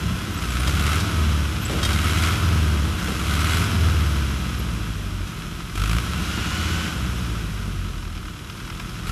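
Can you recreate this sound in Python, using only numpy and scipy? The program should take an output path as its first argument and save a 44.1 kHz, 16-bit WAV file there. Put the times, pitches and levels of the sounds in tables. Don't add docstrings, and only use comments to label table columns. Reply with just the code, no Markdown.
import sys
import numpy as np
from scipy import signal
from scipy.fft import rfft, irfft
from scipy.io import wavfile
from scipy.ndimage import uniform_filter1d

SR = 44100
rng = np.random.default_rng(int(sys.argv[2]) if len(sys.argv) > 2 else 0)


def waveform_to_disk(signal):
    frames = np.transpose(np.atleast_2d(signal))
    scaled = np.clip(frames, -1, 1) * 32767
    samples = np.round(scaled).astype(np.int16)
    wavfile.write(sys.argv[1], SR, samples)


N = 401751
TIME = np.arange(N) / SR
CRUISE_HZ = 60
CYLINDER_DB = [1, 0, -1, 0]


def engine(firings, hz, fuel):
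    # pitch in Hz, level in dB.
    block_colour = [(400, -23.5), (680, -20), (750, -9.5), (840, -9.5), (1000, -3), (1250, -5.5),
                    (1550, -1.5), (1820, -8), (2450, -3), (3200, -3), (4500, -16.5), (5300, -9.5),
                    (7000, -17.5), (14000, -50.5)]
    bark_colour = [(400, -2), (700, -14), (900, -18.5), (1350, -1), (1800, -10), (2120, -4.5), (2400, -2.5),
                   (3200, -3.5), (4500, -14), (8000, -20.5), (14000, -40)]
    shrill_colour = [(1700, -33), (2060, 1), (2180, 14), (2600, -61.5)]
    piston_db = [0.5, 4, -2.5, 0.5]
    idle_fuel, hard_fuel = 0.119, 0.715
    load = np.clip((fuel - idle_fuel) / (hard_fuel - idle_fuel), 0, 1)
    idle = np.clip((46 - hz) / 5, 0, 1)
    racing = np.clip((hz - 55) / 20, 0, 1)
    clatter = unit(impacts(firings, count=72, scatter_db=4, slop=0.00296))
    slap_pulse = bursts(firings - .45, hz, piston_db, rise_s=0.00085, decay_s=0.0062, scatter_db=1.85)
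    slap = (0.334 + 1.064 * idle) * slap_pulse * noise()
    shake = unit((1 - 0.136 * idle) * (clatter + noise()) + slap) * (1 - 0.616 * load)
    puff = bursts(firings, hz, CYLINDER_DB, rise_s=0.00074, decay_s=0.00746, scatter_db=1.95)
    blast = unit(puff * (noise() + 0.389 * clatter))
    block = undb(-2) * colour(shake, block_colour) + panels(shake + load * blast)
    bark = undb(-2.5) * load * colour(blast, bark_colour)
    whirr = racing * (1 - 0.7 * load) * fan_and_gears(firings)
    shrill = undb(-7.5) * load * racing * colour(blast, shrill_colour)
    knock_gain = effort(hz, fuel, cruise_db=-37, doubling_db=9.51, fuel_db=8.91)
    hiss_gain = effort(hz, fuel, cruise_db=-43, doubling_db=9.93, fuel_db=9.76)
    return knock_gain * (block + bark + whirr + shrill) + hiss_gain * hiss(puff, load, clatter, slap)


def exhaust(firings, hz, fuel):
    # multiple of firing rate, level in dB.
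    overtones = [(.5, -3), (.75, -29), (1.25, 5), (1.5, 0.5), (1.75, -16.5), (2.25, -35), (2.5, -5.5),
                 (2.75, -0.5), (3, 0.5), (3.75, -3), (4, 2.5), (8, -4)]
    # pitch in Hz, level in dB.
    pipe_colour = [(25, -16), (45, -4), (65, -3), (100, 2.5), (138, -3.5), (174, 2), (195, -4), (220, -2.5),
                   (255, -11), (300, -6.5), (400, -14), (550, -22), (630, -21), (900, -27.5), (1500, -47)]
    peak_delay = 0.2798
    angle = 2 * np.pi * (firings - peak_delay + 0.0026 * wander(40))
    lumps = sum(undb(db + 3.63 * wander(6)) * np.sin(k * angle + 2 * np.pi * rng.random())
                for k, db in overtones)
    gust = unit(noise() * np.exp(-1.8 * (firings % 1)))
    puffs = unit(impacts(firings, count=48, scatter_db=4, slop=0.0214)) + undb(-3) * gust
    rumble = undb(-4.5) * colour(lumps, pipe_colour) + undb(-1.5) * colour(puffs, pipe_colour)
    rumble_gain = effort(hz, fuel, cruise_db=-28.5, doubling_db=8.3, fuel_db=0.61)
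    return throb(angle, hz, fuel) + rumble_gain * rumble


def throb(angle, hz, fuel):
    coasting_times = [(-0.1, 0.041), (1.07, 1.425), (2.34, 2.814), (3.65, 5.18), (6.88, 8.46)]
    # firing rate in Hz, level of the tone in dB, of its octave in dB.
    suction = [(36.0, -43.5, -39.5), (41.9, -33, -37), (47.2, -31, -32.5), (62, -28, -35.5),
               (70.5, -22, -35), (79.5, -17.5, -33.5)]
    rates, *suction_db = np.transpose(suction)
    coasting = sum(gate(start, end, rise_s=0.096, fall_s=0.189) for start, end in coasting_times)
    spare_fuel = np.maximum(fuel - 0.0446, 0)
    build_s = 0.0232
    lag = np.exp(-1 / (build_s * SR))
    tone, octave = (-56.5, -19, 3), (-46.5, -25, -3.1)
    out = 0
    for k, (light_db, blow_db, doubling_db) in enumerate([tone, octave]):
        blow = spare_fuel * undb(blow_db + doubling_db * np.log2(hz / CRUISE_HZ))
        suck = undb(light_db) + coasting * undb(np.interp(hz, rates, suction_db[k]))
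        swing = signal.lfilter([1 - lag], [1, -lag], blow - suck)
        out = out + swing * unit(np.cos((k + 1) * angle))
    return out * undb(0.9 * wander(35))


def hiss(puff, load, clatter, slap):
    # pitch in Hz, level in dB.
    gas_colour = [(1000, -14.5), (2000, 3), (3500, 5.5), (4600, 0), (6000, 3), (7700, 2), (8500, -0.5),
                  (10500, 1.5), (12000, -0.5), (14500, -11.5)]
    pulsing = 0.071 + 0.602 * load
    gas = noise() * np.sqrt(1 - pulsing + pulsing * puff ** 2)
    return colour(gas + undb(-11) * clatter + 0.125 * slap, gas_colour)


def panels(shaking):
    # pitch in Hz, width in Hz, level in dB.
    rings = [(755.1, 30.9, -17.5), (1325.3, 137, -6.5), (1471.4, 83, -13), (1914, 20, -22.5),
             (2051, 39, -23), (3274, 84, -21), (3814, 73, -18)]
    return sum(undb(db) * unit(signal.lfilter(*signal.iirpeak(hz, hz / width, SR), shaking))
               for hz, width, db in rings)


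def fan_and_gears(firings):
    # multiple of the firing rate, level in dB.
    tones = [(8.05, -17), (12.5, -16.5), (16.1, -12), (18.75, -22)]
    return sum(undb(db + 2 * wander(6.5)) * unit(np.sin(2 * np.pi * k * firings + 0.67 * wander(45)))
               for k, db in tones)


def gearbox(firings):
    # time in seconds, level in dB.
    loudness = [(5.95, -79.5), (6.25, -39), (6.55, -35.5), (6.88, -36.5), (6.96, -50), (7.1, -76)]
    # multiple of the rate at which teeth meet, level in dB.
    tones = [(.5, -14.5), (1, 0.5), (2, -3)]
    teeth_per_firing = 22.3
    tooth_angle = 2 * np.pi * teeth_per_firing * firings + 0.47 * wander(70)
    whine = sum(undb(db + 0.7 * wander(35)) * np.sin(k * tooth_angle) for k, db in tones)
    rasp = colour(noise(), [(1500, -1.5), (2800, 1), (4000, -3.5), (7500, -9.5), (9000, -23)])
    return undb(np.interp(TIME, *np.transpose(loudness))) * (whine + undb(1.5) * rasp)


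def hitch():
    # start in seconds, level in dB, fading time in seconds.
    clanks = [(.673, -24.5, 0.0096), (1.003, -28, 0.0106), (1.83, -24.5, 0.0157), (1.85, -25, 0.013),
              (1.93, -28.5, 0.0142), (5.275, -41, 0.0215)]
    # pitch in Hz, level in dB.
    steel_tones = [(3210, -4), (3740, -7), (5120, -11), (6070, -13), (8620, -15), (13800, -20)]
    crash_colour = [(400, -24), (1200, 6), (2200, -1.5), (3400, -5.5), (4500, 3), (6000, -3), (8500, -6.5),
                    (14000, -15)]
    rings = sum(undb(db + 1.8 * wander(120)) * np.sin(2 * np.pi * hz * TIME + .5 * wander(200))
                for hz, db in steel_tones)
    return blows(clanks, colour(noise(), crash_colour) + undb(-1.5) * unit(rings))


def trolley_thuds():
    # start in seconds, level in dB, fading time in seconds.
    thuds = [(.68, -27.5, 0.0223), (1.695, -25.5, 0.136), (3.08, -27.5, 0.043)]
    # pitch in Hz, level in dB.
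    body_colour = [(40, -2.5), (90, -5), (200, -4.5), (400, -7), (650, -11.5), (900, -20), (3000, -21.5)]
    return blows(thuds, colour(noise(), body_colour))


def squeaks():
    # start and length in seconds, first and last pitch in Hz, level in dB.
    slips = [(0.322, 0.049, 12800, 12500, -50.5), (0.369, 0.028, 7900, 7830, -44.5),
             (.48, 0.052, 7850, 7960, -47.5), (0.579, 0.059, 9550, 9550, -44),
             (1.588, 0.075, 12950, 12320, -47.5), (1.646, 0.023, 7780, 7700, -36),
             (1.66, 0.1, 7830, 7900, -52.5), (3.18, .035, 6850, 6880, -47),
             (3.498, 0.079, 7650, 7700, -44.5), (4.58, 0.0344, 11870, 11220, -46.5)]
    out = np.zeros(N)
    waver = 1 + 0.0087 * wander(900)
    grip = undb(3.7 * wander(250))
    for start, length, first_hz, last_hz, db in slips:
        span = np.flatnonzero((TIME >= start) & (TIME < start + length))
        hz = np.linspace(first_hz, last_hz, len(span)) * waver[span]
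        tone = np.sin(2 * np.pi * np.cumsum(hz) / SR)
        out[span] += undb(db) * unit(np.hanning(len(span)) * grip[span] * tone)
    return out


def engine_speed():
    # time in seconds, firing rate in Hz.
    turning_points = [(0.0, 63.9), (0.2, 65.8), (0.5, 60.0), (1.08, 82.9), (1.69, 64.5), (2.38, 85.7),
                      (3.1, 64.5), (3.66, 86.1), (5.34, 43.9), (5.7, 43.2), (6.03, 63.2), (6.41, 63.7),
                      (6.91, 68.9), (6.97, 64.8), (8.37, 35.9), (8.58, 39.7), (9.11, 43.9)]
    times, hz = np.transpose(turning_points)
    return np.exp(np.interp(TIME, times, np.log(hz)))


def throttle():
    # start, end and opening time in seconds, fuel from 0 to 1.
    feeds = [(0.367, 0.7, 0.063, 0.4), (0.413, 0.946, 0.142, 0.53), (1.603, 1.92, 0.076, 0.32),
             (1.84, 2.292, 0.048, 0.47), (2.968, 3.3, 0.05, 0.31), (3.144, 3.592, 0.137, 0.48),
             (5.216, 5.739, 0.063, 0.2), (5.742, 5.944, 0.017, 0.78), (5.96, 6.3, 0.02, 0.2),
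             (6.144, 6.794, 0.102, 0.19), (8.223, 9.054, 0.074, 0.17), (9.051, 9.2, 0.031, 0.97)]
    return np.max([fuel * gate(start, end, opening, fall_s=0.0896)
                   for start, end, opening, fuel in feeds], axis=0)


def effort(hz, fuel, cruise_db, doubling_db, fuel_db):
    return undb(cruise_db + doubling_db * np.log2(hz / CRUISE_HZ) + fuel_db * fuel)


def impacts(firings, count, scatter_db, slop):
    cycle = len(CYLINDER_DB)
    pattern = (np.arange(count) + rng.random(count)) * cycle / count
    signs = rng.choice([-1, 1], count)
    chance = rng.standard_normal((N // 2000, 2, count))
    when = cycle * np.arange(len(chance))[:, None] + pattern + slop * chance[:, 0]
    heard = (when > 0) & (when < firings[-2])
    place = np.interp(when[heard], firings, np.arange(N))
    force = (signs * undb(scatter_db * chance[:, 1]))[heard]
    i, part = place.astype(int), place % 1
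    return np.bincount(i, force * (1 - part), N) + np.bincount(i + 1, force * part, N + 1)[:N]


def bursts(firings, hz, cylinder_db, rise_s, decay_s, scatter_db):
    k = np.floor(firings).astype(int)
    db = np.take(cylinder_db, k, mode="wrap") + scatter_db * rng.standard_normal(N // 100)[k]
    age = (firings % 1) / hz
    return unit(undb(db) * (1 - np.exp(-age / rise_s)) * np.exp(-age / decay_s))


def blows(table, ring):
    return ring * sum(undb(db) * (TIME >= start) * np.exp(-np.abs(TIME - start) / decay)
                      for start, db, decay in table)


def colour(x, points, size=8192):
    hz, db = np.transpose(points)
    log_hz = np.log(np.maximum(np.fft.rfftfreq(size, 1 / SR), 1))
    beyond_ends = np.abs(log_hz - np.clip(log_hz, np.log(hz[0]), np.log(hz[-1])))
    db = np.interp(log_hz, np.log(hz), db) - 20 * beyond_ends
    cepstrum = irfft(np.log(undb(db)))
    cepstrum[1:size // 2] *= 2
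    cepstrum[size // 2 + 1:] = 0
    ring = irfft(np.exp(rfft(cepstrum)))
    return unit(signal.fftconvolve(x, ring)[:N])


def gate(start, end, rise_s, fall_s):
    return np.clip((TIME - start) / rise_s, 0, 1) * np.clip((end - TIME) / fall_s + 1, 0, 1)


def wander(rate):
    hold = int(SR / rate)
    steps = np.repeat(rng.standard_normal(N // hold + 1), hold)
    return unit(uniform_filter1d(steps, hold)[:N])


def noise():
    return rng.standard_normal(N)


def undb(db):
    return 10 ** (np.asarray(db) / 20)


def unit(x):
    return x / np.sqrt(np.mean(x ** 2) + 1e-18)


def scene():
    hz, fuel = engine_speed(), throttle()
    firings = np.cumsum(hz) / SR
    tractor = exhaust(firings, hz, fuel) + engine(firings, hz, fuel) + gearbox(firings)
    trolley = hitch() + trolley_thuds() + squeaks()
    return (tractor + trolley)[None]


def record(dry):
    top_hz = 14400
    return signal.sosfilt(signal.ellip(12, .1, 80, top_hz, fs=SR, output="sos"), dry)


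dry = scene()
out = record(dry)
waveform_to_disk(out)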